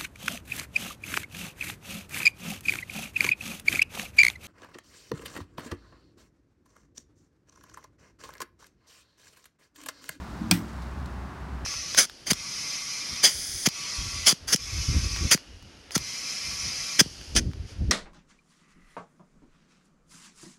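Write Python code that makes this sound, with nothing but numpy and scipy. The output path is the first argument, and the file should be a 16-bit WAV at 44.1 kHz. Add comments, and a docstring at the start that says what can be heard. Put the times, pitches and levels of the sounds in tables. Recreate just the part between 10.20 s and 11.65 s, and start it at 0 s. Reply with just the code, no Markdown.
"""Distant traffic and a low drone fill a quiet yard, while an opener rubs faintly on a drink can.
Pressing it into the pressurised can makes the table underneath thump. The lid gives way with
a sharp metallic pop, and the gas escapes in a short hiss. Tiny bubbles then fizz softly
in the drink, and the opener ticks a few more times as it shifts."""
import sys
import numpy as np
from scipy import signal
from scipy.fft import rfft, irfft
from scipy.io import wavfile

SR = 44100
rng = np.random.default_rng(int(sys.argv[2]) if len(sys.argv) > 2 else 0)


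def unload_audio(sound):
    """Save the sound as a 16-bit wav file, at the path given as the first command line argument."""
    columns = np.transpose(np.atleast_2d(sound))
    # keep every value between -1 and 1, then stretch to whole-number steps
    steps = np.round(np.clip(columns, -1, 1) * 32767)
    wavfile.write(sys.argv[1], SR, steps.astype(np.int16))


N = 63945
POP_S = 0.3115  # the moment the lid gives way


def amp(db):
    """Turns decibels into a number to multiply by."""
    return 10 ** (np.asarray(db) / 20)


def unit(x):
    """Scales a signal so that its average strength (rms) is 1."""
    return x / np.sqrt(np.mean(x ** 2) + 1e-20)


def since(start):
    """Seconds since start, zero before it."""
    return np.maximum(np.arange(N) / SR - start, 0)


def colour(x, spectrum):
    """Makes some pitches of x stronger than others, then scales it to strength 1."""
    hz, db = np.transpose(spectrum)
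    log_hz = np.log(np.fft.rfftfreq(N, 1 / SR) + 1)
    gain = amp(np.interp(log_hz, np.log(hz + 1), db))
    return unit(irfft(rfft(x) * gain, N))


def noise(spectrum):
    """A steady rushing sound with the given mix of low and high pitches."""
    return colour(rng.standard_normal(N), spectrum)


def drift(rate):
    """A smooth random wobble, up to about rate times a second."""
    hz = np.fft.rfftfreq(N, 1 / SR)
    keep_slow = np.exp(-(hz / rate) ** 2) * (hz > 0)
    return unit(irfft(rfft(rng.standard_normal(N)) * keep_slow, N))


def burst(start, rise, hold, fade):
    """A quick swell that begins to die hold seconds after start, losing 60 dB in fade seconds."""
    t = since(start)
    return np.minimum(t / rise, 1) * np.exp(-np.log(1000) * np.maximum(t - hold, 0) / fade)


def ring(start, hz, db, fade, rise):
    """One dying tone of something that has been struck."""
    return amp(db) * burst(start, rise, 0, fade) * np.sin(2 * np.pi * hz * since(start))


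# Low and high pitches in the traffic: f/Hz, relative level/dB
TRAFFIC_SPECTRUM = [(25, -43), (36, -35), (48, -21), (66, -6), (82, -13), (100, -12), (145, -14),
                    (175, -11), (228, -14), (262, -13), (300, -18), (382, -20.5), (461, -26.5), (750, -22),
                    (1060, -21), (1640, -26.5), (2300, -34), (3300, -40), (4570, -42), (8000, -51),
                    (15800, -62.5)]
def traffic():
    """Faraway vehicles blur into one steady wash."""
    return amp(-40.5) * noise(TRAFFIC_SPECTRUM)


# How the drone swells and dips: t/s, level/dB
DRONE_SWELLS = [(0, -36), (0.061, -52), (0.139, -35), (.176, -51), (.21, -40.5), (.42, -48), (.53, -44),
                (.57, -40.5), (.82, -34), (.884, -39), (.98, -36.5), (1.1, -41.5), (1.148, -49),
                (1.226, -37), (1.276, -48), (1.345, -33.5), (1.38, -40), (1.45, -36)]
# Pitches in the rumble around the drone: f/Hz, relative level/dB
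RUMBLE_SPECTRUM = [(50, -22), (95, -2), (135, -1.5), (200, -9), (300, -18), (600, -55)]
def drone():
    """A low, wavering tone and a softer rumble swell and flutter together."""
    pitch_hz = 64.87 + 3.26 * drift(rate=14)
    cycles = np.cumsum(pitch_hz) / SR
    tone = unit(np.sin(2 * np.pi * cycles))
    swell = amp(np.interp(since(0), *np.transpose(DRONE_SWELLS)))
    flutter = 1 + 0.16 * drift(rate=45)
    rumble = amp(-9.5) * noise(RUMBLE_SPECTRUM)
    return swell * flutter * (tone + rumble)


# Ticks and scrapes of the opener: t/s, level/dB, fade time/s
OPENER_TICKS = [(.1014, -70, .04), (.1894, -69, .03), (0.6193, -50.5, 0.11), (0.858, -41, .02),
                (1.3844, -59, .03)]
# Pitches in the sound of the blade on the lid: f/Hz, relative level/dB
SCRAPE_SPECTRUM = [(500, -28), (2500, -12), (3850, -0.5), (5200, -4.5), (6800, -7), (10000, -15),
                   (16000, -21)]
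def opener():
    """The blade rubs on the lid until it breaks through, and the tool ticks as it shifts."""
    rub = amp(-58) * (since(POP_S) == 0)
    ticks = sum(amp(db) * burst(start, rise=0.0011, hold=0, fade=fade) for start, db, fade in OPENER_TICKS)
    return (rub + ticks) * noise(SCRAPE_SPECTRUM)


# Jolts that the can passes to the table: t/s, level/dB, centre f/Hz
JOLTS = [(.197, -10.5, 260), (0.251, -15, 290), (0.3019, 0.5, 346), (.313, -3.5, 180), (0.371, -11.5, 136),
         (0.4209, -21.5, 260)]
# Tones of the table with the can on it: f/Hz, relative level/dB, fade time/s
TABLE_TONES = [(108.5, -17.5, 0.39), (141, -19, 0.065), (177.5, -10.5, 0.18), (222, -16, 0.38),
               (267, -28, 0.48), (308.6, -20.5, 0.38), (345, -37, 0.52)]
def table():
    """Each jolt sets the table booming, most of all in the tones near the jolt's own pitch."""
    width_octaves = 0.79  # the range of pitches that a jolt shakes strongly
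    thumps = np.zeros(N)
    for start, jolt_db, centre_hz in JOLTS:
        for hz, tone_db, fade in TABLE_TONES:
            pitch_gap = np.log2(hz / centre_hz) / (width_octaves / 2)
            thumps += ring(start, hz, jolt_db + tone_db, fade, rise=0.015) / np.sqrt(1 + pitch_gap ** 2)
    return thumps


# Ringing tones of the lid and blade: f/Hz, level/dB, fade time/s
LID_TONES = [(716, -23, 0.04), (907, -29.5, 0.082), (1110, -32, 0.03), (1398, -27, 0.067),
             (1617, -23, 0.051), (1710, -31, 0.042), (2027, -33, 0.1), (2286, -16.5, 0.031),
             (2442, -19, 0.068), (2517, -31, 0.074), (3285, -14, 0.029), (3640, -23.5, 0.025),
             (4390, -10.5, 0.02), (4904, -10, 0.019), (5180, -28, .014), (5690, -14, 0.025),
             (8100, -13.5, 0.017), (8410, -10, 0.015), (9760, -14.5, 0.0091), (10760, -14, 0.01),
             (15250, -17, .014)]
# Pitches in the tearing metal: f/Hz, relative level/dB
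TEAR_SPECTRUM = [(200, -14), (520, -23), (700, -3.5), (1500, -2), (1900, -12), (2300, 3), (2850, -13),
                 (3500, -4.5), (3900, -9), (5000, -0.5), (6900, -8.5), (8300, -27), (9400, -14),
                 (13500, -14), (16000, -10.5)]
def pop():
    """The lid snaps, rings briefly and tears around the blade."""
    ringing = np.zeros(N)
    for hz, db, fade in LID_TONES:
        delay_s = 0.00064 / np.sqrt(hz / 1000)  # higher tones ripple across the lid sooner
        ringing += ring(POP_S + delay_s, hz, db, fade, rise=0.00032)
    tear = amp(-17) * burst(POP_S, rise=0.00071, hold=0.0018, fade=0.037) * noise(TEAR_SPECTRUM)
    return ringing + tear


# Pitches in the hiss of escaping gas: f/Hz, relative level/dB
HISS_SPECTRUM = [(300, -27), (500, -15), (700, -5.5), (1100, -8), (1500, -4.5), (2000, 1), (2450, -4),
                 (3300, -4), (4600, -8.5), (5950, -3.5), (6700, -14), (8200, -6), (9800, -15),
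                 (11300, -11.5), (15500, -12)]
def gas():
    """The sputtering jet of gas weakens as the pressure falls, then dies away."""
    jet_db = -31 - 92 * since(POP_S)
    sputter_db = drift(rate=210)
    puff = burst(POP_S, rise=0.0062, hold=0.037, fade=0.28)
    return amp(jet_db + sputter_db) * puff * noise(HISS_SPECTRUM)


# Pitches in the fizzing drink: f/Hz, relative level/dB
FIZZ_SPECTRUM = [(1000, -23), (4500, 2.5), (8000, -3), (15000, -17)]
def fizz():
    """Tiny bubbles burst in the opened can, ever more faintly."""
    bubbles_per_s = 2500
    bubbles = rng.standard_normal(N) * (rng.random(N) < bubbles_per_s / SR)
    return amp(-58) * burst(POP_S, rise=0.02, hold=0, fade=4.1) * colour(bubbles, FIZZ_SPECTRUM)


def scene():
    """Adds all the sounds together in one channel."""
    return (traffic() + drone() + opener() + table() + pop() + gas() + fizz())[None]


def record(dry):
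    """Takes away the very highest pitches, above 16100 Hz."""
    low_pass = signal.firwin(401, 16100, window=("kaiser", 9), fs=SR)
    return signal.oaconvolve(dry, low_pass[None], "same")


dry = scene()
out = record(dry)
unload_audio(out)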